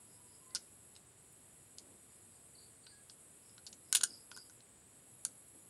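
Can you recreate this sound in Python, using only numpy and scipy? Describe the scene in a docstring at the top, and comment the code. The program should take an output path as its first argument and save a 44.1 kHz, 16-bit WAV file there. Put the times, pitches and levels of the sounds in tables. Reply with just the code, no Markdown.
"""A spot open to the night outside, with surfaces close by that answer briefly. Near the microphone,
three small glass bottles roll against each other in an open palm. The skin damps each contact to a
short clink, and the air in the bottles rings hollow. From outside come insects scraping their wings,
a few thin chirps and faint far whistles over a low hush."""
import sys
import numpy as np
from scipy import signal
from scipy.fft import rfft, irfft
from scipy.io import wavfile

SR = 44100
rng = np.random.default_rng(int(sys.argv[2]) if len(sys.argv) > 2 else 0)


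def dump_mix(stems):
    """Bounce the given channels to the path in sys.argv[1] as a 16-bit WAV at rate SR."""
    frames = np.atleast_2d(stems).T  # one column per channel
    limited = np.clip(frames, -1, 1)  # hard clip at full scale
    pcm = np.round(limited * 32767).astype(np.int16)
    wavfile.write(sys.argv[1], SR, pcm)


N = 250929
TIME = np.arange(N) / SR


def from_db(db):
    return 10 ** (np.asarray(db) / 20)


def unit_rms(x):
    return x / np.sqrt(np.mean(x ** 2) + 1e-20)


def add(track, start, sound):
    """Mix a sound into a track at a start time in seconds."""
    at = max(0, round(start * SR))
    track[at:at + len(sound)] += sound[:N - at]


def butter(x, hz, kind, order=2):
    return signal.sosfilt(signal.butter(order, hz, kind, fs=SR, output="sos"), x)


def resonate(x, hz, width_hz):
    """Two-pole resonance with gain 1 at its peak."""
    radius = np.exp(-np.pi * width_hz / SR)
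    feedback = [1, -2 * radius * np.cos(2 * np.pi * hz / SR), radius ** 2]
    return signal.lfilter(np.array([1, 0, -1]) * (1 - radius ** 2) / 2, feedback, x)


def drift(per_s):
    """Random wandering with a spread of about 1."""
    knots = rng.standard_normal(2000)
    return np.interp(TIME * per_s, np.arange(len(knots)), knots)


def throb(per_s, depth_db):
    """Slightly uneven pulsing of a song's level."""
    return from_db(depth_db * np.sin(2 * np.pi * (per_s * TIME + 0.36 * drift(2.7))))


def shaped_noise(spectrum):
    """Steady noise with the given spectrum; rms 1."""
    hz, db = np.transpose(spectrum)
    bin_hz = np.maximum(np.fft.rfftfreq(2 * N, 1 / SR), 1)
    gain = from_db(np.interp(np.log(bin_hz), np.log(hz), db))
    return unit_rms(irfft(rfft(rng.standard_normal(2 * N)) * gain)[:N])


def echoes(x, t60, build_s, band_hz):
    """Dense reflections that build up and die away; the tail has unit energy."""
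    t = np.arange(SR // 2) / SR
    envelope = from_db(-60 * t / t60) * (1 - np.exp(-(t / build_s) ** 2))
    tail = butter(rng.standard_normal(len(t)), band_hz, "band") * envelope
    return signal.fftconvolve(x, tail / np.linalg.norm(tail))[:N]


# The background of the place. Each row: frequency in Hz, relative spectral level in dB.
HUSH_SPECTRUM = [(15, -41), (25, -29), (65, -2.5), (118, 3), (155, -1.5), (236, -2.5), (349, -4), (375, -4),
                 (506, -7), (595, -8.5), (1140, -13), (3970, -18), (6300, -23), (8190, -48), (13900, -120)]
def hush(level_db=-67.5, waver_db=0.15):
    """Low hush and hiss behind everything, steady but for a slight waver."""
    return from_db(level_db + waver_db * drift(per_s=3.18)) * shaped_noise(HUSH_SPECTRUM)


def wing_song(hz, width_hz):
    """An insect's scraping, heard through its wing resonance; rms 1."""
    scrape = rng.standard_normal(N)
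    return unit_rms(resonate(resonate(scrape, hz, width_hz), hz, width_hz))


def crickets():
    """Three trills from outside, each a pulsing wing resonance."""
    low = from_db(-74.5) * wing_song(7097, 230) * throb(9.5, depth_db=2)
    middle = from_db(-68) * wing_song(8073, 700) * throb(10, depth_db=2)
    high = from_db(-77) * wing_song(8390, 360) * throb(9.4, depth_db=10)
    return low + middle + high


# One insect outside. Each row: start and end in seconds, opening level in dB, swell in dB per second.
BUZZ_BOUTS = [(-0.1, 0.986, -68, -1.0), (1.185, 2.74, -71.5, 0.8), (2.99, 4.573, -71, 3.0),
              (4.897, 5.09, -72, 0), (5.09, 5.8, -67, 0.5)]
def high_buzz(fade_s=0.11, far_db=-80.5):
    """Wings buzz in bouts around a narrow whine; others of the kind carry on far away."""
    bouts = np.zeros(N)
    for start, end, db, swell_db_per_s in BUZZ_BOUTS:
        gate = np.clip(0.5 + np.minimum(TIME - start, end - TIME) / fade_s, 0, 1)
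        bouts += gate * from_db(db + swell_db_per_s * (TIME - start))
    wings = wing_song(11100, 400) + from_db(-2.5) * wing_song(10550, 770)
    whine = from_db(-4) * wing_song(10900, 70)
    return np.hypot(bouts, from_db(far_db)) * wings + bouts * whine


# Insects in the distance. Each row: frequency in Hz, relative spectral level in dB.
CHORUS_SPECTRUM = [(6000, -61), (6700, -19), (7500, -19), (8300, 1.5), (9300, 1), (10500, 14), (11300, 9.5),
                   (12000, -5), (13000, 2.5), (15500, 0.5)]
def far_chorus():
    """Many far insects merge into a steady high hiss."""
    return from_db(-71) * butter(shaped_noise(CHORUS_SPECTRUM), 7100, "high", order=4)


# Calls far from the microphone. Each row: start and length in seconds, pitch in Hz, level in dB.
WHISTLE_CALLS = [(-0.03, 0.081, 1010, -69.5), (0.111, 0.29, 970, -71), (0.404, 0.14, 1032, -69.5),
                 (0.492, 0.059, 2013, -66.5), (2.896, 0.12, 1634, -73.5)]
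def far_whistles(fade_s=0.024):
    """Faint, wavering tones that flutter, blurred by their echoes."""
    calls = np.zeros(N)
    waver = 1 + 0.0145 * drift(per_s=80)
    for start, length, hz, db in WHISTLE_CALLS:
        gate = np.clip(np.minimum(TIME - start, start + length - TIME) / fade_s, 0, 1)
        calls += from_db(db) * gate * np.sin(2 * np.pi * hz * np.cumsum(waver) / SR)
    calls *= throb(15, depth_db=5.5)
    blur = echoes(calls, t60=0.15, build_s=0.006, band_hz=[500, 3000])
    return from_db(-4) * calls + from_db(-8) * blur


# Chirps outside, near and far. Each row: time in seconds, pitch in Hz, level in dB,
# share from 0 to 1 that reaches the microphone directly.
CHIRP_CALLS = [(0.075, 5270, -68.5, .15), (0.28, 5240, -66, 0.3), (2.08, 5050, -75, 0.1),
               (2.30, 4950, -73, .3), (2.554, 4590, -59.5, 0.96), (2.84, 4640, -61, 1),
               (3.43, 5370, -67.5, 0.6), (3.86, 5300, -65, 0), (4.074, 5080, -52, 1),
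               (4.317, 5100, -52, 0.87)]
def pips(count=3, gap_s=0.0325):
    """The evenly spaced pips of every call, the first one lower and softer."""
    for start, hz, db, share in CHIRP_CALLS:
        yield start, hz - 110, db - 4, share
        for k in range(1, count):
            yield start + k * gap_s, hz, db, share


def chirps(pip_s=0.0061, fall_hz_per_s=28000, haze_s=0.018):
    """Thin falling pips; their lower ends linger as a diffuse echo, and far ones arrive only as a haze."""
    direct, scattered = np.zeros((2, N))
    t = np.arange(-SR // 14, SR // 14) / SR
    for centre, hz, db, share in pips():
        pip = np.exp(-(t / pip_s) ** 2) * np.sin(2 * np.pi * (hz - fall_hz_per_s * t / 2) * t)
        add(direct, centre + t[0], share * from_db(db) * pip)
        smear_s = pip_s + haze_s * (1 - share) ** 2
        swell = from_db(db) * np.sqrt(pip_s / smear_s) * np.exp(-(t / smear_s) ** 2)
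        haze = butter(rng.standard_normal(len(t)), [hz - 450, hz + 150], "band", order=3)
        add(scattered, centre + t[0], swell * unit_rms(haze))
    return direct + from_db(-7) * echoes(scattered, t60=0.29, build_s=0.0016, band_hz=[2500, 7000])


def ringing(modes, t, scatter_db, detune):
    """Decaying sines; every blow shares its force out anew and meets a slightly different bottle."""
    hz, db, t60 = np.transpose(modes)[:, :, None]
    strength, shift = rng.standard_normal((2, len(modes), 1))
    sign = (-1) ** np.arange(len(modes))[:, None]
    decay = from_db(db + scatter_db * strength - 60 * t / t60)
    return np.sum(sign * decay * np.sin(2 * np.pi * hz * (1 + detune * shift) * t), axis=0)


# Glass on glass, close to the microphone. Each row: start in seconds, level in dB, number of touches,
# seconds to the first rebound, frequency in Hz that the touched spot favours, low cutoff in Hz,
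# top in Hz set by the hardness of the touch, relative level of the hollow ring in dB.
BOTTLE_CONTACTS = [ (0.507, -53.5, 1, 0, 4700, 3500, 6500, -24),
                   (0.5492, -21.5, 3, 0.0047, 5200, 4260, 10000, -20.5),
                   (0.5588, -31.5, 4, 0.0039, 5050, 1600, 7800, -19),
                   (0.953, -50, 1, 0, 5000, 2800, 6500, -28), (0.9633, -43.5, 1, 0, 5060, 2500, 6500, -22),
                   (1.325, -50, 1, 0, 13800, 12800, 16000, -45),
                   (1.784, -34.5, 1, 0, 5700, 3300, 8750, -38),
                   (2.8665, -44.5, 2, 0.0032, 4030, 1200, 5060, -10),
                   (3.097, -42.5, 2, 0.0018, 5500, 2700, 6200, -22),
                   (3.495, -53.5, 1, 0, 5200, 2500, 6000, -24), (3.5798, -45.5, 1, 0, 4030, 1500, 5950, -7),
                   (3.6662, -35, 4, 0.0037, 4750, 2920, 9500, -26),
                   (3.7279, -40, 2, 0.0026, 6900, 2760, 7400, -38),
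                   (3.9267, -13, 1, 0, 7000, 1000, 12600, -19.5),
                   (3.9493, -15, 1, 0, 7450, 2500, 11600, -19),
                   (3.951, -13, 2, 0.0042, 3300, 700, 14800, -27),
                   (3.9572, -15.5, 2, 0.0017, 8800, 2200, 12500, -29.5),
                   (3.967, -20.5, 3, .004, 6740, 2400, 12000, -32),
                   (4.0092, -31, 1, 0, 3450, 900, 6540, -7),
                   (4.012, -29.5, 2, 0.0004, 6800, 1200, 9500, -11.5),
                   (4.0339, -19, 1, 0, 6400, 706, 9150, -12), (4.0367, -13, 1, 0, 8750, 1290, 11400, -17.5),
                   (4.039, -18, 1, 0, 6700, 700, 12000, -22), (4.3151, -39.5, 1, 0, 3000, 1200, 7000, -2.5),
                   (4.364, -40, 1, 0, 6400, 3000, 11500, -7), (4.374, -38.5, 1, 0, 6800, 3000, 12500, -6),
                   (4.497, -48, 1, 0, 6400, 3500, 7500, -5.5),
                   (4.605, -50.5, 1, 0.0049, 4180, 1800, 5560, -22),
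                   (5.2499, -19.5, 2, 0.0013, 9700, 4300, 10800, -38),
                   (5.252, -26, 1, 0, 9900, 2320, 10000, -19)]
def touches(loss_db=3, gap_share=0.94, top_share=0.9):
    """Every contact and its rebounds, each weaker, sooner and duller than the touch before."""
    for start, db, count, gap_s, spot_hz, low_hz, top_hz, hollow_db in BOTTLE_CONTACTS:
        for k in range(count):
            yield start, db - loss_db * k, spot_hz, low_hz, top_hz * top_share ** k, hollow_db
            start += gap_s * gap_share ** k


# Modes of the glass lying on skin, and of the air in the open bottles.
# Each row: frequency in Hz, relative level in dB, seconds to fall by 60 dB.
GLASS_MODES = [(2954, -14.5, 0.0074), (3300, -12, 0.0042), (3860, -13, 0.0061), (4224, -12, 0.0057),
               (5050, -13, 0.0051), (5700, -11.5, 0.0034), (6420, -22, 0.015), (6980, -6, 0.0033),
               (7250, -9, 0.0043), (7980, -17.5, 0.013), (8700, -6.5, 0.002), (9500, -5.5, 0.0066),
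               (10400, -9, 0.0053), (11140, -4, 0.002), (12000, -45, 0.0018), (13300, -5.5, 0.0022)]
AIR_MODES = [(1017, -7.5, 0.014), (1403, -6, 0.039), (1557, -4.5, 0.026)]
def clinks(grit_t60=0.0038, energy_s=0.00093):
    """Each touch is a crack and a choked ring of the glass, and sets the air in the bottles sounding."""
    out = np.zeros(N)
    t = np.arange(SR // 12) / SR
    for start, db, spot_hz, low_hz, top_hz, hollow_db in touches():
        grit = rng.standard_normal(len(t)) * from_db(-9 - 60 * t / grit_t60)
        crack = from_db(4) * (t == 0) + grit
        glass = crack + ringing(GLASS_MODES, t, scatter_db=1.5, detune=0.011)
        glass += from_db(7) * resonate(glass, spot_hz, width_hz=800)
        glass = butter(glass, low_hz, "high", order=4)  # a blow on the thick base barely bends the wall
        glass += from_db(-15) * butter(crack, [650, 1500], "band", order=3)  # the whole bottle recoils
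        glass = butter(glass, top_hz, "low", order=4)  # a soft touch lasts longer and loses the top
        glass /= np.sqrt(np.sum(glass ** 2) / (energy_s * SR))  # as much energy as rms 1 for energy_s
        hollow = from_db(hollow_db) * ringing(AIR_MODES, t, scatter_db=2.75, detune=0.023)
        add(out, start, from_db(db) * (0.6 * glass + hollow))
    return out


# Surfaces near the hand. Each row: delay after the direct sound in seconds, relative level in dB.
REFLECTIONS = [(0.0076, -23), (0.0098, -21.5), (0.012, -20.5), (0.0181, -28)]
def nearby_surfaces(direct):
    """The direct sound with a short blur, dulled first reflections and a faint longer tail."""
    out = direct + from_db(-12.5) * echoes(direct, t60=0.1, build_s=0.0021, band_hz=[1000, 10500])
    dulled = butter(direct, 9700, "low")
    for delay, db in REFLECTIONS:
        add(out, delay, from_db(db) * dulled)
    return out + from_db(-29) * echoes(direct, t60=0.41, build_s=0.012, band_hz=[500, 10000])


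# Movements in the palm, close up. Each row: peak time and half-width in seconds, level in dB.
PALM_SHIFTS = [(0.576, 0.063, -67.5), (1.883, 0.081, -65), (3.732, 0.054, -69), (4.043, 0.15, -66.5),
               (4.354, 0.055, -69.5), (5.287, 0.038, -68), (5.56, 0.029, -67)]
def palm_rustle():
    """Soft low rustle as the glass slides and settles on the skin."""
    motion = sum(from_db(db) * np.exp(-((TIME - peak) / width) ** 2) for peak, width, db in PALM_SHIFTS)
    return motion * unit_rms(butter(rng.standard_normal(N), [150, 480], "band"))


def rasp(start_s=0.98, end_s=3.39, gap_s=0.107, stroke_s=0.041, swell_db_per_s=6.2):
    """The nearest insect: one run of evenly spaced wing strokes that swells, then holds."""
    peaks = np.arange(start_s, end_s, gap_s)
    gains = from_db(np.minimum(-76 + swell_db_per_s * (peaks - start_s), -65))
    strokes = sum(gain * np.exp(-((TIME - peak) / stroke_s) ** 2) for peak, gain in zip(peaks, gains))
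    return strokes * wing_song(8740, 680)


def scene():
    """The bottles in the hand, close by, over the sounds of the night; one channel."""
    background = hush()
    bottles = nearby_surfaces(clinks()) + palm_rustle()
    insects = crickets() + high_buzz() + far_chorus() + rasp()
    return (background + bottles + insects + chirps() + far_whistles())[None]


def record(dry, knee_hz=11400, treble_db=-9, cutoff_hz=15700):
    """The microphone loses treble above the knee, and the very top is cut."""
    below = butter(dry, knee_hz, "low", order=10)
    above = butter(dry, knee_hz, "high", order=10)
    top_cut = signal.ellip(10, 0.1, 80, cutoff_hz, fs=SR, output="sos")
    return signal.sosfilt(top_cut, below - from_db(treble_db) * above)


dry = scene()
out = record(dry)
dump_mix(out)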